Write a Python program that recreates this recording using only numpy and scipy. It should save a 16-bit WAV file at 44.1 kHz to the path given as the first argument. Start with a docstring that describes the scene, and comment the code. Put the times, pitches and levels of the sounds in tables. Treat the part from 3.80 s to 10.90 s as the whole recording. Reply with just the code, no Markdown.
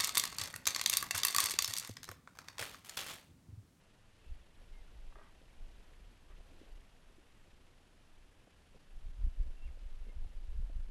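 """Light breeze over dry bush

A small camera microphone stands in the wind: passing eddies push slowly on it, as smooth pulses and low noise.
Dry leaves rustle with the gusts, as noise whose octave bands flicker. A distant bird whistles gliding sine notes.
Something close knocks softly, as short ringing tones, and creaks, as tiny slips ringing through resonances.
The far bush and the preamplifier hiss under it all, as shaped noise."""
import sys
import numpy as np
from scipy import signal
from scipy.fft import rfft, irfft
from scipy.io import wavfile
from scipy.ndimage import uniform_filter1d

SR = 44100
rng = np.random.default_rng(int(sys.argv[2]) if len(sys.argv) > 2 else 0)


def ratio_of_db(decibels):
    """Turn decibels (scalar or array-like) into linear amplitude factors; 0 dB maps to 1."""
    return 10 ** (np.asarray(decibels, float) / 20)


def waveform_to_disk(signal):
    """Save audio, clipped to [-1, 1], as 16-bit WAV at the path in sys.argv[1]."""
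    frames = np.transpose(np.atleast_2d(signal))
    scaled = np.clip(frames, -1, 1) * 32767
    samples = np.round(scaled).astype(np.int16)
    wavfile.write(sys.argv[1], SR, samples)


N = 313110
TIME = np.arange(N) / SR  # seconds

# Tone of the steady hiss: pitch_hz, relative_db
HISS_TONE = [(35, -26.5), (60, 4.5), (179, -7.5), (383, -14), (573, -16), (1250, -19), (1750, -18),
             (2190, -25), (2680, -20), (4280, -27), (10500, -31), (12500, -42.5), (16200, -87),
             (22000, -120)]
# Tone of the rustling leaves: pitch_hz, relative_db
RUSTLE_TONE = [(350, -31), (600, -5.5), (1000, -0.5), (2000, 2.5), (3000, 2), (5000, -6), (9000, -16.5),
               (12500, -12.5), (16000, -40)]
# Tone of the stirring branches, also used for the roar of air: pitch_hz, relative_db
STIR_TONE = [(80, -25.5), (150, -2), (300, -3.5), (600, -6), (1000, -12), (1800, -33.5)]
# Gusts through the dry leaves: time_s, rustle_db
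GUSTS = [(0.0, -75.5), (0.3, -76.5), (0.5, -72), (0.65, -76), (0.82, -72.5), (1.05, -72.5), (1.6, -73.5),
         (2.05, -71.5), (2.38, -74), (2.52, -73.5), (2.65, -72), (2.78, -70), (3.1, -74), (3.8, -75),
         (4.9, -75.5), (5.2, -74), (5.6, -73.5), (6.0, -73.5), (6.4, -73.5), (6.65, -73.5), (7.1, -74.5)]
# Bird whistles, one list of points for each note; the short list at 5.878-5.903 s is a faint echo of the note
# before it: time_s, pitch_hz, level_db
BIRD_NOTES = [
    [(.41, 2720, -88), (.42, 2705, -79), (.43, 2600, -82), (.438, 2500, -79), (.445, 2680, -79),
     (.456, 2600, -83), (.472, 2610, -79), (.486, 2670, -81), (.497, 2705, -74), (.504, 2700, -86)],
    [(.921, 2170, -84), (.932, 2180, -76), (.95, 2100, -72), (.975, 2133, -73), (.993, 2060, -72),
     (1.002, 2070, -88)],
    [(1.012, 1980, -88), (1.022, 1932, -77), (1.036, 1760, -77), (1.05, 1650, -88)],
    [(1.077, 1550, -84), (1.082, 1430, -64), (1.088, 1340, -82)],
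    [(3.553, 2043, -88), (3.562, 2000, -76), (3.58, 1935, -79), (3.596, 1895, -80), (3.604, 1810, -79),
     (3.612, 1720, -88)],
    [(4.396, 2640, -88), (4.42, 2650, -76), (4.437, 2630, -88)],
    [(5.764, 2790, -86), (5.772, 2750, -73), (5.788, 2720, -86), (5.797, 2740, -73), (5.81, 2676, -76),
     (5.816, 2710, -84), (5.823, 2750, -70), (5.835, 2690, -72), (5.85, 2800, -68), (5.862, 2680, -73),
     (5.872, 2475, -74), (5.88, 2200, -72), (5.889, 2045, -70), (5.897, 1950, -86)],
    [(5.878, 2700, -88), (5.892, 2720, -77), (5.903, 2720, -88)],
    [(6.25, 2220, -86.5), (6.26, 2250, -76), (6.268, 2252, -88)],
    [(6.279, 2170, -86), (6.287, 2150, -73), (6.3, 2125, -76), (6.31, 2095, -71), (6.318, 2140, -78),
     (6.324, 2170, -88)],
]
# Soft knocks nearby: start_s, peak_db, body_hz, upper_mode_hz, upper_mode_relative_db
KNOCKS = [(1.613, -57.5, 268, 520, -5), (2.605, -58.5, 400, 660, 5), (2.702, -55, 264, 640, -3),
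          (2.717, -61, 278, 450, -6), (2.728, -66, 430, 520, -3), (2.814, -47.5, 309, 386, -3.5),
          (2.831, -55, 215, 550, -1), (2.863, -58, 304, 540, -4), (3.382, -55.5, 322, 616, -15),
          (4.671, -54.5, 202.8, 690, -6), (4.675, -57, 298, 526, 1), (4.944, -58, 181.5, 557, 0),
          (4.949, -55, 199, 417, -3.5), (4.957, -54, 176.4, 470, -6), (4.964, -61, 480, 754, 3),
          (5.465, -48.5, 211, 260, -16), (5.602, -51.5, 160, 380, -8), (5.63, -58, 303, 520, -1),
          (5.703, -59, 373, 477, -3), (5.972, -58, 187.6, 540, 15), (6.267, -53, 217, 400, -2.5),
          (6.275, -59, 200, 304, -15), (6.285, -55, 215, 400, 0), (6.292, -55.5, 290, 476, -2),
          (6.444, -57, 373.3, 731, -2), (6.825, -61, 257, 480, 5), (6.895, -53, 265.8, 670, -7),
          (6.899, -58, 334.4, 548, 2), (7.088, -57, 249.2, 378, -2)]
# Resonances of the creaking part: pitch_hz, width_hz, relative_db
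CREAK_MODES = [(406, 110, 7), (636, 130, 6.5), (950, 440, 4), (1150, 160, 3), (1545, 220, 3.5),
               (1830, 170, 1.5)]
# Strongest slips of the creak: start_s, peak_db, favoured_hz
STRONG_SLIPS = [(1.3248, -52, 1156), (1.3566, -47.5, 1100), (1.359, -55, 620), (1.367, -58, 450),
                (1.378, -56, 1100), (1.387, -54, 636), (1.395, -54, 1200), (1.408, -57, 450),
                (1.414, -51.5, 1050), (1.426, -58, 1300), (1.435, -61, 1800), (1.444, -54, 1250),
                (1.457, -58, 1250), (1.466, -58, 1150), (1.477, -58, 1190), (1.495, -60, 1000),
                (2.521, -59, 995)]
# Times when the part rubs: start_s, length_s, scrape_db
CREAKS = [(1.352, 0.15, -66.5), (2.49, 0.077, -71)]
# Tone of the random heave of the wind: pitch_hz, relative_db
HEAVE_TONE = [(4, -23), (10, 6.5), (22, 1), (40, 0.5), (70, -30), (120, -74.5)]
# Tone of the flutter that swells at the peak of each eddy's push: pitch_hz, relative_db
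FLUTTER_TONE = [(30, -35), (55, 4.5), (70, -3), (90, -17), (140, -22), (260, -41.5), (500, -72)]
# Steady force of the breeze on the microphone between puffs: time_s, force_db
BREEZE = [(0.0, -68.5), (0.35, -67), (0.7, -60.5), (1.45, -61.5), (2.0, -54.5), (2.35, -63), (2.7, -57.5),
          (3.2, -64.5), (3.7, -62), (4.1, -66), (5.08, -64), (5.22, -49), (5.8, -48), (6.15, -46.5),
          (6.52, -50), (6.7, -45.5), (7.1, -44)]
# Puffs of wind striking the microphone: centre_s, peak_db, length_s, flutter_relative_db
PUFFS = [(0.286, -69, 0.05, -4), (0.513, -43, 0.081, -7), (0.606, -56.5, 0.031, -9),
         (0.827, -56.5, 0.1, -13), (0.923, -50, 0.06, -15), (1.02, -50, 0.13, -30),
         (1.22, -48.5, 0.12, -31), (1.283, -53, 0.042, -18.5), (1.375, -50, 0.065, -21),
         (1.514, -63.5, 0.049, -23), (1.817, -44, 0.074, -15), (2.236, -51.5, 0.12, -25),
         (2.522, -53, 0.066, -16), (2.596, -55.5, 0.038, -6), (2.757, -55.5, 0.044, -35),
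         (2.942, -49.5, 0.13, -25.5), (3.129, -57, 0.024, -18.5), (3.298, -61.5, 0.066, -19.5),
         (3.737, -58.5, 0.037, -14.5), (4.321, -62.5, 0.059, -13.5), (4.431, -55.5, 0.12, -19),
         (4.95, -62.5, 0.064, -15), (5.168, -47, 0.1, -28), (5.263, -42, 0.083, -10.5),
         (5.449, -31, 0.097, -11.5), (5.612, -29, 0.054, -14), (5.679, -37, 0.054, -12.5),
         (5.867, -42.5, 0.073, -10), (6.063, -47.5, 0.067, -11), (6.213, -43.5, 0.092, -24),
         (6.403, -38, 0.11, -7.5), (6.578, -45, 0.053, -4.5), (6.689, -43, 0.084, -16),
         (6.799, -32.5, 0.078, -10), (6.98, -39.5, 0.11, -5.5)]

HISS_DB = -68
RUSTLE_FLICKER, HISS_FLICKER = 170, 120  # level changes a second
# Branches stir more steeply with the gust than leaves rustle
STIR_DB, STIR_DB_PER_GUST_DB, GUST_REF_DB = -74, 1.56, -73.5
SCATTER_DB, SCATTER_T60_S = -7, 0.13  # echoes of the notes off the trees; time to die by 60 dB
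KNOCK_T60_S, KNOCK_RISE_S = 0.031, 0.0018
CREAK_PEAK_SHARE = 0.15  # part of the rubbing time spent growing
SQUEAK_DB, SQUEAK_FROM_S = -5.5, 0.083  # level relative to the scrape; delay after the rubbing starts
SQUEAK_HZ, SQUEAK_SAG_HZ_PER_S = 1250, 1100  # at its start; it sags as the rubbing slows
SLIP_DB_PER_OCTAVE = 13  # modes away from the favoured pitch ring less
FLUTTER_DB = -17  # flutter of the steady breeze, relative to its force
# Eddies pass faster in stronger wind; an uneven factor is applied to this base rate later
EDDY_BASE_HZ, EDDY_HZ_PER_DB, EDDY_REF_DB = 18, 0.21, -55
ROAR_DB, ROAR_POWER = -78.5, 0.23  # level at the reference force; it grows slowly with force


def level(x, db):
    """Scale a sound to a chosen average (rms) level."""
    return x * ratio_of_db(db) / np.sqrt(np.mean(x ** 2))


def walk(rate):
    """Wandering random levels with a spread near 1: each is held for 1 / rate seconds, then smoothed twice."""
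    hold = int(SR / rate)
    steps = np.repeat(rng.standard_normal(N // hold + 1), hold)
    return 1.2 * uniform_filter1d(uniform_filter1d(steps, hold), hold)[:N]


def colour(x, tone):
    """Shape a sound's spectrum by a tone table and scale it to rms 1."""
    hz, db = np.transpose(tone)
    bins_hz = np.maximum(np.arange(N // 2 + 1) * SR / N, 1)
    gain = ratio_of_db(np.interp(np.log(bins_hz), np.log(hz), db))
    return level(irfft(rfft(x) * gain, N), 0)


def curves(table):
    """Columns of a table over time, joined by straight lines."""
    time_s, *columns = np.transpose(table)
    return [np.interp(TIME, time_s, column) for column in columns]


def ring(x, hz, width_hz):
    """One resonance, which passes its centre pitch at full strength."""
    return signal.lfilter(*signal.iirpeak(hz, hz / width_hz, fs=SR), x)


def swell(start_s, length_s, peak_share):
    """Envelope that rises to 1 at a share of its length and falls back to 0."""
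    x = np.clip((TIME - start_s) / length_s, 0, 1)
    return np.sin(np.pi / 2 * np.minimum(x / peak_share, (1 - x) / (1 - peak_share)))


def patchy(tone, shared_db, patchy_db, rate):
    """Noise in octave bands that flicker quickly, together and alone, about a steady mean; rms 1."""
    spectrum = rfft(colour(rng.standard_normal(N), tone))
    octave = np.log2(np.maximum(np.arange(len(spectrum)) * SR / N, 1) / 62.5)
    shared = walk(rate)
    # Take away the slow drift so that only quick flicker is left
    shared = shared_db * (shared - uniform_filter1d(shared, int(5 * SR / rate)))
    out = 0
    for k in range(9):
        # Neighbouring bands overlap and add up to the whole spectrum
        share = np.clip(1 - np.abs(np.clip(octave, 0, 8) - k), 0, 1)
        band = irfft(spectrum * share, N)
        out = out + ratio_of_db(shared + patchy_db * walk(rate)) * band
    return level(out, 0)


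def background_hiss():
    """The far bush and the preamplifier make a steady noise with a slight flicker."""
    return ratio_of_db(HISS_DB) * patchy(HISS_TONE, shared_db=1.5, patchy_db=-0.07, rate=HISS_FLICKER)


def leaves():
    """Many small leaf ticks blur into a noisy rustle; branches stir below them in pitch."""
    gust_db = curves(GUSTS)[0]
    rustle = patchy(RUSTLE_TONE, shared_db=1.5, patchy_db=1.8, rate=RUSTLE_FLICKER)
    stir = patchy(STIR_TONE, shared_db=1.5, patchy_db=1.0, rate=35)
    stir_db = STIR_DB + STIR_DB_PER_GUST_DB * (gust_db - GUST_REF_DB)
    return ratio_of_db(gust_db) * rustle + ratio_of_db(stir_db) * stir


def bird():
    """Near-pure gliding whistles, unsteady after crossing the warm air and blurred by echoes off the trees."""
    waver = 1 + 0.007 * walk(200)  # pitch factor
    flicker = ratio_of_db(2 * walk(150))
    whistles = 0
    for note in BIRD_NOTES:
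        hz, db = curves(note)
        sounding = (TIME > note[0][0]) & (TIME < note[-1][0])
        tone = np.sqrt(2) * np.sin(2 * np.pi * np.cumsum(hz * waver) / SR)
        whistles = whistles + sounding * ratio_of_db(db) * tone
    t = TIME[:SR // 5]
    trees = rng.standard_normal(len(t)) * np.exp(-np.log(1000) * t / SCATTER_T60_S)
    echoes = signal.fftconvolve(whistles, trees / np.linalg.norm(trees))[:N]
    return whistles * flicker + ratio_of_db(SCATTER_DB) * echoes


def knocks():
    """A short blow rings a dull body and an upper mode, with a broad tick at contact."""
    out, t = np.zeros(N), np.arange(SR // 5) / SR
    envelope = np.exp(-np.log(1000) * t / KNOCK_T60_S) * (1 - np.exp(-t / KNOCK_RISE_S))
    for start_s, peak_db, body_hz, upper_hz, upper_db in KNOCKS:
        body = np.sin(2 * np.pi * body_hz * t)
        upper = np.sin(2 * np.pi * upper_hz * t)
        tick = 0.6 * np.sin(2 * np.pi * 1.08 * upper_hz * t) * np.exp(-t / 0.0035)
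        blow = (body + ratio_of_db(upper_db) * (upper + tick)) * envelope
        i = int(start_s * SR)
        out[i:i + len(t)] += (ratio_of_db(peak_db) * blow / np.abs(blow).max())[:N - i]
    return out


def creak():
    """A rubbed part sticks and slips: strong and small slips ring its resonances; a longer rub ends in a squeak."""
    small_slips = (rng.random(N) < 3000 / SR) * rng.standard_normal(N)  # about 3000 a second
    scrape = level(sum(ratio_of_db(db) * ring(ring(small_slips, hz, w), hz, w) for hz, w, db in CREAK_MODES), 0)
    unsteady = 1 + 0.022 * walk(200)  # pitch factor
    rasp = ratio_of_db(4 * walk(250) - 1)
    out, tick = np.zeros(N), signal.unit_impulse(SR // 20)
    for start_s, peak_db, favoured_hz in STRONG_SLIPS:
        slip = 0
        for hz, width_hz, db in CREAK_MODES:
            mode_db = db - SLIP_DB_PER_OCTAVE * abs(np.log2(hz / favoured_hz))
            slip = slip + ratio_of_db(mode_db) * ring(ring(tick, hz, width_hz), hz, 2 * width_hz)
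        out[int(start_s * SR):][:len(tick)] += ratio_of_db(peak_db) * slip / np.abs(slip).max()
    for start_s, length_s, db in CREAKS:
        out = out + ratio_of_db(db) * swell(start_s, length_s, CREAK_PEAK_SHARE) * scrape
        if length_s > SQUEAK_FROM_S:
            squeak_s = start_s + SQUEAK_FROM_S
            hz = SQUEAK_HZ - SQUEAK_SAG_HZ_PER_S * (TIME - squeak_s)
            squeak = np.sqrt(2) * np.sin(2 * np.pi * np.cumsum(hz * unsteady) / SR) * rasp
            envelope = swell(squeak_s, length_s - SQUEAK_FROM_S, 0.4) ** 0.5
            out = out + ratio_of_db(db + SQUEAK_DB) * envelope * squeak
    return out


def eddies():
    """Each eddy pushes once, over a random heave; a faster flutter swells with each push, and air roars faintly."""
    force = ratio_of_db(curves(BREEZE)[0])
    flutter_force = force * ratio_of_db(FLUTTER_DB)
    for centre_s, peak_db, length_s, flutter_db in PUFFS:
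        puff = ratio_of_db(peak_db) * np.exp(-(2 * (TIME - centre_s) / length_s) ** 2)
        force = force + puff
        flutter_force = flutter_force + ratio_of_db(flutter_db) * puff
    smooth_force_db = 20 * np.log10(uniform_filter1d(force, SR // 4))
    rate_hz = EDDY_BASE_HZ + EDDY_HZ_PER_DB * (smooth_force_db - EDDY_REF_DB)
    # The random factor makes the eddies uneven in length
    phase = 2 * np.pi * np.cumsum(rate_hz * np.exp(0.15 + 0.3 * walk(25))) / SR
    push = np.exp(0.55 * np.cos(phase))  # peaked upward
    heave = colour(rng.standard_normal(N), HEAVE_TONE)
    push = level(push - push.mean(), -2.2) + ratio_of_db(-4.5) * heave
    bursts = ratio_of_db(2.0 * walk(18)) * np.exp(0.46 * np.cos(phase))  # one burst an eddy, in step with its push
    flutter = level(bursts * colour(rng.standard_normal(N), FLUTTER_TONE), 0)
    roar_noise = patchy(STIR_TONE, shared_db=4.5, patchy_db=3.1, rate=35)
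    roar = (force / ratio_of_db(EDDY_REF_DB)) ** ROAR_POWER * roar_noise
    return force * push + flutter_force * flutter + ratio_of_db(ROAR_DB) * roar


def scene():
    """All sources together, as one channel."""
    return (background_hiss() + leaves() + bird() + knocks() + creak() + eddies())[None]


def band_limit(x):
    """A steep low-pass at the top of the band."""
    return signal.sosfilt(signal.butter(12, 12800, fs=SR, output="sos"), x)


def record(dry):
    """The microphone drops the slowest pressure swings, and the top is cut steeply."""
    low_cut = signal.butter(2, 7, "high", fs=SR, output="sos")
    top_cut = signal.ellip(10, 0.2, 22, 12810, fs=SR, output="sos")  # order, ripple dB, stop dB, Hz
    mix = signal.sosfilt(top_cut, signal.sosfilt(low_cut, dry))
    return band_limit(mix)


dry = scene()
out = record(dry)
waveform_to_disk(out)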